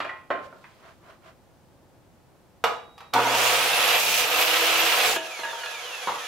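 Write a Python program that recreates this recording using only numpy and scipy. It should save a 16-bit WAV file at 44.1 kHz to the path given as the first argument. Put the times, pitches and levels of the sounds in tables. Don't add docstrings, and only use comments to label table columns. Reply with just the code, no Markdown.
import sys
import numpy as np
from scipy import signal
from scipy.fft import rfft, irfft, next_fast_len
from scipy.io import wavfile
from scipy.ndimage import map_coordinates

SR = 44100
rng = np.random.default_rng(int(sys.argv[2]) if len(sys.argv) > 2 else 0)


def to_wav(sig):
    pcm = np.clip(np.atleast_2d(sig), -1, 1) * 32767
    pcm = np.round(pcm).astype(np.int16)
    wavfile.write(sys.argv[1], SR, pcm.T)


N = 276507
T = np.arange(N) / SR

# multiple of the tooth rate, relative level in dB.
TOOTH_WHISTLES = [(2, 1), (3, -13), (4, 0), (5, -12), (6, -1.5), (8, -5), (10, -8), (12, -6)]
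# frequency in Hz, gain in dB driven, gain in dB coasting.
BLADE_RADIATION = [(300, -30, -30), (1000, -14, -11), (1700, -5, -3), (2700, 1, 2), (3500, -2, 0),
                   (4500, -5, -7), (5300, -6, -13), (6000, 1, -12), (7000, 1.5, -8), (9000, -8, -22),
                   (10500, -9, -25), (13000, -1, -30), (15500, -4, -40)]
# frequency in Hz, relative level in dB.
KERF_SONG = [(2423, 12), (6290, 1), (12900, -10)]
# frequency in Hz, relative density in dB per Hz.
RUNNING_COLOUR = [(88, -55), (150, -41.5), (290, -13.5), (333, -9), (381, -9.5), (491, 3), (530, -2.5),
                  (683, 1.5), (932, 0), (1770, -2), (2710, 5), (8880, -18), (11700, -17.5), (13100, -19),
                  (15600, -21.5)]
# frequency in Hz, relative density in dB per Hz.
COASTING_COLOUR = [(120, -77), (200, -45), (310, -18), (489, -4.5), (1090, -4), (1690, -3), (1880, -6.5),
                   (2710, -2), (4770, -10), (6620, -8.5), (8550, -21), (10300, -14), (15600, -27.5)]
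# frequency in Hz, width in Hz, relative level in dB.
HOUSING_PEAKS = [(487, 26, 4.5), (570, 52, -4), (676, 12, 0), (730.3, 28, 9), (749.4, 34, 4),
                 (900, 23, -19.5), (988, 25, -0.5), (1175, 33, -5), (1294, 79, 2.5), (1683, 53, -1),
                 (2222, 40, -17), (2435, 50, -4.5), (2700, 210, -11), (3390, 61, 2.5)]
# frequency in Hz, width in Hz, relative level in dB.
GEAR_CASE_PEAKS = [(244, 23, -9), (478, 23, -1.5), (719, 22, 0), (914, 44, 2.5), (978, 22, 3),
                   (1183, 90, -6), (1474, 15, -2.5)]
# time in seconds, level in dB.
ROAR_SWELLS = [(3.55, -24), (3.738, -23.5), (3.94, -21), (4.022, -26.5), (4.244, -24.5), (4.272, -27),
               (4.422, -21), (4.446, -24), (5.0, -23)]

# start in seconds, relative level in dB, thud trim in dB, click trim in dB.
PLACING_BLOWS = [(0.002, -15, -17, -10), (0.046, -18, -24, -15), (0.093, -20, -52, -19),
                 (0.303, -13.5, -13, -21), (0.309, -11.5, -14.5, -23), (0.335, -23, -18, -42),
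                 (0.526, -32.5, -11, -44), (0.641, -33, -35, -14)]
# start in seconds, relative level in dB, thud trim in dB, click trim in dB.
HANDLE_BLOWS = [(2.6395, -8, -18, -13.5), (2.979, -42.5, -29, -3), (3.005, -35, -28, -12.5),
                (3.136, -18, -30, -0.5)]
# start in seconds, relative level in dB, thud trim in dB, click trim in dB.
FLOOR_BLOWS = [(5.162, -22.5, 5, 9), (5.391, -30.5, 3.5, -35), (5.434, -27.5, -12, 5),
               (5.45, -26.5, -6, -33), (5.485, -37, -6, -28), (5.53, -28.5, -12, -21),
               (5.635, -30.5, -23, 11), (5.66, -32, -11, 18), (5.715, -38, -16, -7)]
# start in seconds, relative level in dB, thud trim in dB, click trim in dB.
OFFCUT_BLOWS = [(6.073, -14, -4.5, 0)]
# frequency in Hz, mean level in dB, t60 in seconds.
TABLE_RING = [(737, -12, 0.25), (1057, 5.5, 0.35), (1236, -11, 0.07), (1430, -18, .3), (2020, -28, .3),
              (2480, -18, 0.35)]
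# frequency in Hz, mean level in dB, t60 in seconds.
SAW_RING = [(479, 0, .36), (641, -2, .26), (700, -7, .36), (834, -14, .4), (1190, -2, .25), (1260, -11, .3),
            (2250, -24, .25), (2401, -21, .25), (2988, -27, .6), (3321, -19, .24), (7138, -40, .45)]
# frequency in Hz, mean level in dB, t60 in seconds.
STRIP_RING = [(500, -12, 0.2), (650, -5.5, 0.31), (925, 1, 0.3), (1330, -28, 0.18), (1672, 4, 0.14),
              (1750, -6, 0.13), (2510, -15, 0.13), (2850, -15, 0.11)]
# frequency in Hz, relative density in dB per Hz.
WOOD_RATTLE = [(59, -65), (100, -32), (383, -4.5), (425, -14.5), (558, -6.5), (674, -2.5), (718, -12),
               (780, -14), (1320, -9), (2130, -18), (5720, -55), (15000, -75)]
# frequency in Hz, relative density in dB per Hz.
SAW_RATTLE = [(59, -66), (100, -38), (246, -17), (345, -38.5), (492, 4.5), (570, -24), (718, -5),
              (1090, -7.5), (1210, -1.5), (1490, -16), (3050, -19), (7350, -36), (9260, -40.5),
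              (13000, -39), (15000, -47)]
# frequency in Hz, relative density in dB per Hz.
HOLLOW_RATTLE = [(100, -30), (250, -14.5), (450, -0.5), (700, -3.5), (1000, 1.5), (1300, 3.5), (1700, -15),
                 (4000, -20), (12000, -50)]
# start in seconds, frequency in Hz, starting level in dB, t60 in seconds.
STEEL_TONES = [(0.003, 2410, -42, .6), (0.003, 3270, -49, .55), (0.093, 1960, -23, .07),
               (0.093, 1945, -34, .35), (2.641, 3820, -56, 4.5)]
# centre in seconds, half length in seconds, level in dB, treble tilt in dB.
STRIP_PUSHES = [(0.176, .02, -59, -7), (0.452, 0.017, -51, 10), (0.666, 0.23, -63.5, 15.5),
                (0.873, 0.042, -50, 1), (1.097, 0.044, -50.5, 0.5), (1.278, 0.032, -50.5, 2.5)]
# frequency in Hz, relative density in dB per Hz.
RUB_COLOUR = [(240, -32), (400, -5), (510, -14), (650, 2.5), (867, -17), (979, -3), (1290, -4.5),
              (2220, -12.5), (15000, -43)]

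# frequency in Hz, relative density in dB per Hz.
MURMUR_COLOUR = [(12, -41), (20, -16), (70, -5), (126, -3), (282, -10), (343, -7.5), (453, -14),
                 (521, -8.5), (616, -13), (814, -13), (1050, -18), (2100, -26), (3560, -29.5),
                 (15600, -36.5)]
# frequency in Hz, left-right likeness from 0 to 1.
LIKENESS = [(30, .05), (100, 0.41), (300, 0.59), (600, 0.81), (1200, 0.52), (2500, 0.35), (5000, 0.3),
            (10000, .05)]
# frequency in Hz, left minus right in dB.
STEREO_LEAN = [(100, -2), (500, -0.5), (1000, -1), (3000, -3), (8000, -1.5), (12000, -5.5)]
# frequency in Hz, t60 in seconds.
GARAGE_T60 = [(150, 0.5), (400, 0.49), (1000, .42), (3000, 0.41), (8000, 0.37), (15000, 0.26)]

ON_S, OFF_S, STOP_S = 3.13, 4.879, 5.163
FREE_HZ = 343.8
KICK_SHARE, KICK_S, WIND_UP_S = .229, .1, .485
CUT_S, SAG_HZ, SAG_S = 3.986, 13.95, .173
SLOW_S, SLOW_POWER = 3.03, 6.027
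CUT_LENGTH_S, CUT_ATTACK_S, CUT_RELEASE_S = 0.22, 0.016, 0.054
BITE_DB, BITE_DB_PER_S = -37, 31
SHAKE_HZ, SHAKE_WIDTH_HZ = 203, 28
COAST_DB, COAST_DB_PER_S = -42, 2.5
WHINE_FADE_DB_PER_S, FREE_WHISTLE_DB = 60, -42.7
BARS, TEETH_PER_TURN = 40, 8.2
MURMUR_DB = -57
TOP_HZ = 15780


def amp(db):
    return 10 ** (np.asarray(db) / 20)


def unit(x):
    return x / np.sqrt(np.mean(x ** 2) + 1e-20)


def along(points, hz):
    f, v = np.transpose(points)
    return np.interp(np.log(hz + 1), np.log(f + 1), v)


def wobble(rate):
    return map_coordinates(rng.standard_normal(int(N * rate / SR) + 4), [T * rate])


def after(s, rise):
    return np.clip((T - s) / rise, 0, 1)


def bump(s, half):
    return np.exp(-.5 * ((T - s) / half) ** 2)


def filtered(x, response):
    n = x.shape[-1]
    m = next_fast_len(n + 8192)
    return irfft(rfft(x, m) * response(np.fft.rfftfreq(m, 1 / SR)), m)[..., :n]


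def below(hz, edge_hz, order=6):
    return 1 / (1 + (hz / edge_hz) ** order)


def resonances(peaks, hz):
    def peak(centre, width, db):
        return amp(db) * 1j * hz * width / (centre ** 2 - hz ** 2 + 1j * hz * width)
    return sum((-1) ** k * peak(*row) for k, row in enumerate(peaks))


def diffuse(response, size=N):
    def mid_and_side(hz):
        turn = np.arccos(np.clip(along(LIKENESS, hz), -1, 1)) / 2
        return response(hz) * np.array([np.cos(turn), np.sin(turn)])
    mid, side = filtered(rng.standard_normal((2, size)), mid_and_side)
    return unit(np.array([mid + side, mid - side]))


def in_garage(x, wet_db):
    hz, t, z = signal.stft(diffuse(np.ones_like, size=SR // 2), SR, nperseg=256)
    decay = amp(-60 * t / along(GARAGE_T60, hz)[:, None]) * np.clip(t / 0.0029, 0, 1)
    tail = signal.istft(z * decay, SR, nperseg=256)[1]
    echo = signal.fftconvolve(x[None], tail / np.linalg.norm(tail[0]), axes=1)[:, :len(x)]
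    return (x + amp(wet_db) * echo) / np.hypot(1, amp(wet_db))


def shaft_speed():
    run = np.clip(T, ON_S, OFF_S) - ON_S
    wind_up = 1 - KICK_SHARE * np.exp(-run / KICK_S) - (1 - KICK_SHARE) * np.exp(-run / WIND_UP_S)
    load = (np.clip(T, CUT_S, OFF_S) - CUT_S) / SAG_S
    driven = FREE_HZ * wind_up - SAG_HZ * load * np.exp(1 - load)
    return driven / (1 + np.maximum(T - OFF_S, 0) / SLOW_S) ** SLOW_POWER


def in_wood():
    return after(CUT_S, CUT_ATTACK_S) * (1 - after(CUT_S + CUT_LENGTH_S, CUT_RELEASE_S))


def loudness(speed, full_db, doubling_db, shake_db, cut_db, sway):
    doublings = np.log2(np.maximum(speed / FREE_HZ, 1 / 10))
    shaking = np.exp(-.5 * ((speed - SHAKE_HZ) / SHAKE_WIDTH_HZ) ** 2)
    roar_s, roar_db = np.transpose(ROAR_SWELLS)
    swell_db = np.interp(T, roar_s, roar_db) - np.mean(roar_db)
    return full_db + doubling_db * doublings + shake_db * shaking + cut_db * in_wood() + sway * swell_db


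def fan_level(speed):
    return loudness(speed, full_db=-23.0, doubling_db=5.5, shake_db=2.5, cut_db=0.2, sway=1.14)


def motor(speed, turns, powered):
    gears_db = loudness(speed, full_db=-28.5, doubling_db=-0.7, shake_db=2.5, cut_db=-1.5, sway=0.99)
    hiss_db = loudness(speed, full_db=-28, doubling_db=4.5, shake_db=6.0, cut_db=4.5, sway=0.91)
    draught_db = loudness(speed, full_db=-54.5, doubling_db=1.5, shake_db=4.0, cut_db=6.0, sway=2.0)
    colour = lambda hz: amp(along(RUNNING_COLOUR, hz))

    low_rush = diffuse(lambda hz: colour(hz) * np.sqrt(below(hz, 1910)))
    housing = diffuse(lambda hz: resonances(HOUSING_PEAKS, hz))
    gears = amp(gears_db + wobble(70)) * (low_rush + amp(-5.0) * housing)

    fan_rush = diffuse(lambda hz: colour(hz) * np.sqrt(below(hz, 5000) * (1 - below(hz, 1220))))
    fan = amp(fan_level(speed) - 1.35 + 1.64 * wobble(90)) * fan_rush

    sparks = unit(amp(1.9 * wobble(1500)) * (1 + 0.034 * np.sin(2 * np.pi * 120 * T)))
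    hiss = amp(hiss_db) * sparks * diffuse(lambda hz: colour(hz) * np.sqrt(1 - below(hz, 5960)))
    draught = amp(draught_db + 1.7 * wobble(9)) * diffuse(lambda hz: below(hz, 390))

    unbalance = amp(-38.0) * (speed / speed.max()) ** 20 * np.sin(2 * np.pi * turns)
    shaft_pulse = 1 + 0.052 * np.sin(2 * np.pi * turns)
    return powered * ((gears + fan) * shaft_pulse + hiss + draught + unbalance)


def shaft_buzz(speed, turns, powered, buzz_db=-8, flutter_db=4):
    def order(k):
        level_db = along(RUNNING_COLOUR, k * speed) + flutter_db * wobble(22)
        return amp(level_db) * np.sin(2 * np.pi * k * turns + 0.45 * wobble(70))
    buzz = unit(powered * sum(order(k) for k in range(2, 22))) * np.sqrt(np.mean(powered ** 2))
    return in_garage(amp(fan_level(speed) + buzz_db) * buzz, wet_db=-0.5)


def inrush(speed, powered, hum_hz=120, hum_db=-38.0, hum_power=1.25, growl_db=-16.5, growl_power=2.2):
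    current = np.abs(1 - speed / FREE_HZ) * (T < OFF_S)
    phase = 2 * np.pi * hum_hz * T
    surges = rng.standard_normal(N) * np.exp(np.cos(phase))
    case = unit(in_garage(filtered(surges, lambda hz: resonances(GEAR_CASE_PEAKS, hz)), wet_db=-8))
    hum = np.sin(phase) + 0.46 * np.sin(2 * phase)
    hum_gain = amp(hum_db) * current ** hum_power
    growl_gain = amp(growl_db) * current ** growl_power
    return powered * (hum_gain * hum + growl_gain * case)


def commutator_whine(speed, turns):
    whine_db = loudness(speed, full_db=-29.3, doubling_db=10, shake_db=-3, cut_db=-10, sway=.7)
    whine_db = whine_db - WHINE_FADE_DB_PER_S * np.maximum(T - OFF_S, 0)
    tone = np.sin(2 * np.pi * BARS * turns + .5 * wobble(300))
    whine = amp(whine_db + 3.2 * wobble(25.0)) * tone
    return in_garage(whine * after(ON_S, 0.13), wet_db=11) * amp([[2.5], [-5]])


def tooth_whistles(speed, teeth, powered):
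    braking = after(OFF_S, .07) * (1 - after(STOP_S - .1, .1))
    driven_db = loudness(speed, full_db=-42, doubling_db=-3.5, shake_db=0, cut_db=-3, sway=1) + 6 * braking
    teeth_db = powered * driven_db + (1 - powered) * FREE_WHISTLE_DB
    tooth_hz = TEETH_PER_TURN * speed
    blade = np.array(BLADE_RADIATION)

    def whistle(k, db):
        hz = k * tooth_hz
        radiated_db = powered * along(blade[:, [0, 1]], hz) + (1 - powered) * along(blade[:, [0, 2]], hz)
        muted_db = -2 * max(k - 6, 0) * powered
        gain = amp(db + muted_db + radiated_db + 3 * wobble(20))
        return gain * np.sin(2 * np.pi * k * teeth + .5 * wobble(150))

    stack = sum(whistle(k, db) for k, db in TOOTH_WHISTLES)
    return in_garage(amp(teeth_db) * stack * after(ON_S, .15), wet_db=-3)


def cut(teeth):
    chip_colour = [(1500, -12), (4000, -2), (6500, 4), (9000, -19), (15000, 1)]  # Hz, dB
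    chips = diffuse(lambda hz: amp(along(chip_colour, hz)))
    tooth_pulse = 1 + .5 * np.sin(2 * np.pi * teeth)
    song = sum(amp(db + 2.7 * wobble(10)) * np.sin(2 * np.pi * hz * T + wobble(60)) for hz, db in KERF_SONG)
    bite = in_wood() * amp(BITE_DB + BITE_DB_PER_S * np.clip(T - CUT_S, 0, CUT_LENGTH_S))
    return bite * (amp(-1) * chips * tooth_pulse + amp(-8.5) * in_garage(song, wet_db=28))


def brake_groan(turns, s=5.085, half=0.023, db=-31):
    groan = np.sin(4 * np.pi * turns + 0.5 * wobble(120))
    return in_garage(amp(db) * bump(s, half) * groan, wet_db=-15)


def coasting():
    swish = diffuse(lambda hz: amp(along(COASTING_COLOUR, hz)))
    whirr = diffuse(lambda hz: resonances(HOUSING_PEAKS, hz))
    level_db = COAST_DB + COAST_DB_PER_S * (T - STOP_S)
    gain = after(STOP_S - .02, 0.013) * amp(level_db + 0.89 * wobble(60))
    return gain * (amp(2.5) * swish + amp(-4) * whirr)


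def blows(rows, modes, colour, gain_db, ring_db, rattle_t60, wet_db, thud_db, click_db):
    out = np.zeros((2, N + SR))
    t = np.arange(SR * 3 // 4) / SR
    onset = 1 - np.exp(-t / .0004)
    high_pass = signal.butter(2, 70, 'highpass', fs=SR, output='sos')

    def mode(hz, level, t60):
        gain = amp(level + rng.normal(0, 1.8) - 60 * t / t60)
        return gain * np.sin(2 * np.pi * (hz * t + rng.random()))

    for s, db, thud, click in rows:
        rattle = unit(filtered(rng.standard_normal(len(t)), lambda hz: amp(along(colour, hz))))
        ring = sum(mode(*row) for row in modes)
        contact = rattle * amp(-60 * t / rattle_t60) + amp(ring_db) * ring
        hardness = [(60, thud - 14), (350, thud + thud_db), (800, 0), (1600, 0), (4000, click + click_db)]
        hit = filtered(contact, lambda hz: amp(along(hardness, hz)))
        placed = in_garage(signal.sosfilt(high_pass, hit * onset), wet_db)
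        out[:, max(round(s * SR), 0):][:, :len(t)] += amp(db + gain_db) * placed
    return out[:, :N]


def handling():
    placing = blows(PLACING_BLOWS, TABLE_RING, WOOD_RATTLE, gain_db=-3.5, ring_db=-23.5,
                    rattle_t60=0.05, wet_db=0.5, thud_db=10.0, click_db=26.5)
    clacks = blows(HANDLE_BLOWS, SAW_RING, SAW_RATTLE, gain_db=3.0, ring_db=-16.5,
                   rattle_t60=0.055, wet_db=0.0, thud_db=6.5, click_db=12.0)
    drops = blows(FLOOR_BLOWS, STRIP_RING, WOOD_RATTLE, gain_db=-1, ring_db=-4,
                  rattle_t60=0.045, wet_db=-3, thud_db=-1, click_db=13)
    offcut = blows(OFFCUT_BLOWS, TABLE_RING, HOLLOW_RATTLE, gain_db=1.5, ring_db=-35,
                   rattle_t60=0.07, wet_db=4.5, thud_db=-1, click_db=-3)
    return placing + clacks + drops + offcut


def steel_rings():
    def ping(s, hz, db, t60):
        return after(s, 0.00094) * amp(db - 60 * np.abs(T - s) / t60) * np.sin(2 * np.pi * hz * T)
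    return sum(ping(*row) for row in STEEL_TONES)


def slides(grain_db=1.0):
    out = np.zeros((2, N))
    for s, half, db, treble_db in STRIP_PUSHES:
        rub = diffuse(lambda hz: amp(along(RUB_COLOUR, hz) + treble_db * (1 - below(hz, 2400))))
        out += amp(db) * bump(s, half) * rub
    return out * amp(grain_db * wobble(170))


def garage_murmur():
    return amp(MURMUR_DB - 8.5 * after(ON_S, .05)) * diffuse(lambda hz: amp(along(MURMUR_COLOUR, hz)))


def scene(ease_s=0.09, ease_db=-7):
    speed = shaft_speed()
    turns = np.cumsum(speed) / SR
    teeth = TEETH_PER_TURN * turns
    fade_db = ease_db * after(STOP_S - ease_s, ease_s) - 60 * np.maximum(T - STOP_S, 0) / 0.1
    powered = after(ON_S, 0.031) * amp(fade_db)
    saw = motor(speed, turns, powered) + shaft_buzz(speed, turns, powered) + inrush(speed, powered)
    saw = saw + commutator_whine(speed, turns) + tooth_whistles(speed, teeth, powered)
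    saw = saw + cut(teeth) + brake_groan(turns) + coasting()
    near = saw + handling() + steel_rings() + slides()
    leaning = filtered(near, lambda hz: amp(np.outer([.5, -.5], along(STEREO_LEAN, hz))))
    return leaning + garage_murmur()


def record(dry):
    return filtered(dry, lambda hz: below(hz, TOP_HZ, order=240))


dry = scene()
out = record(dry)
to_wav(out)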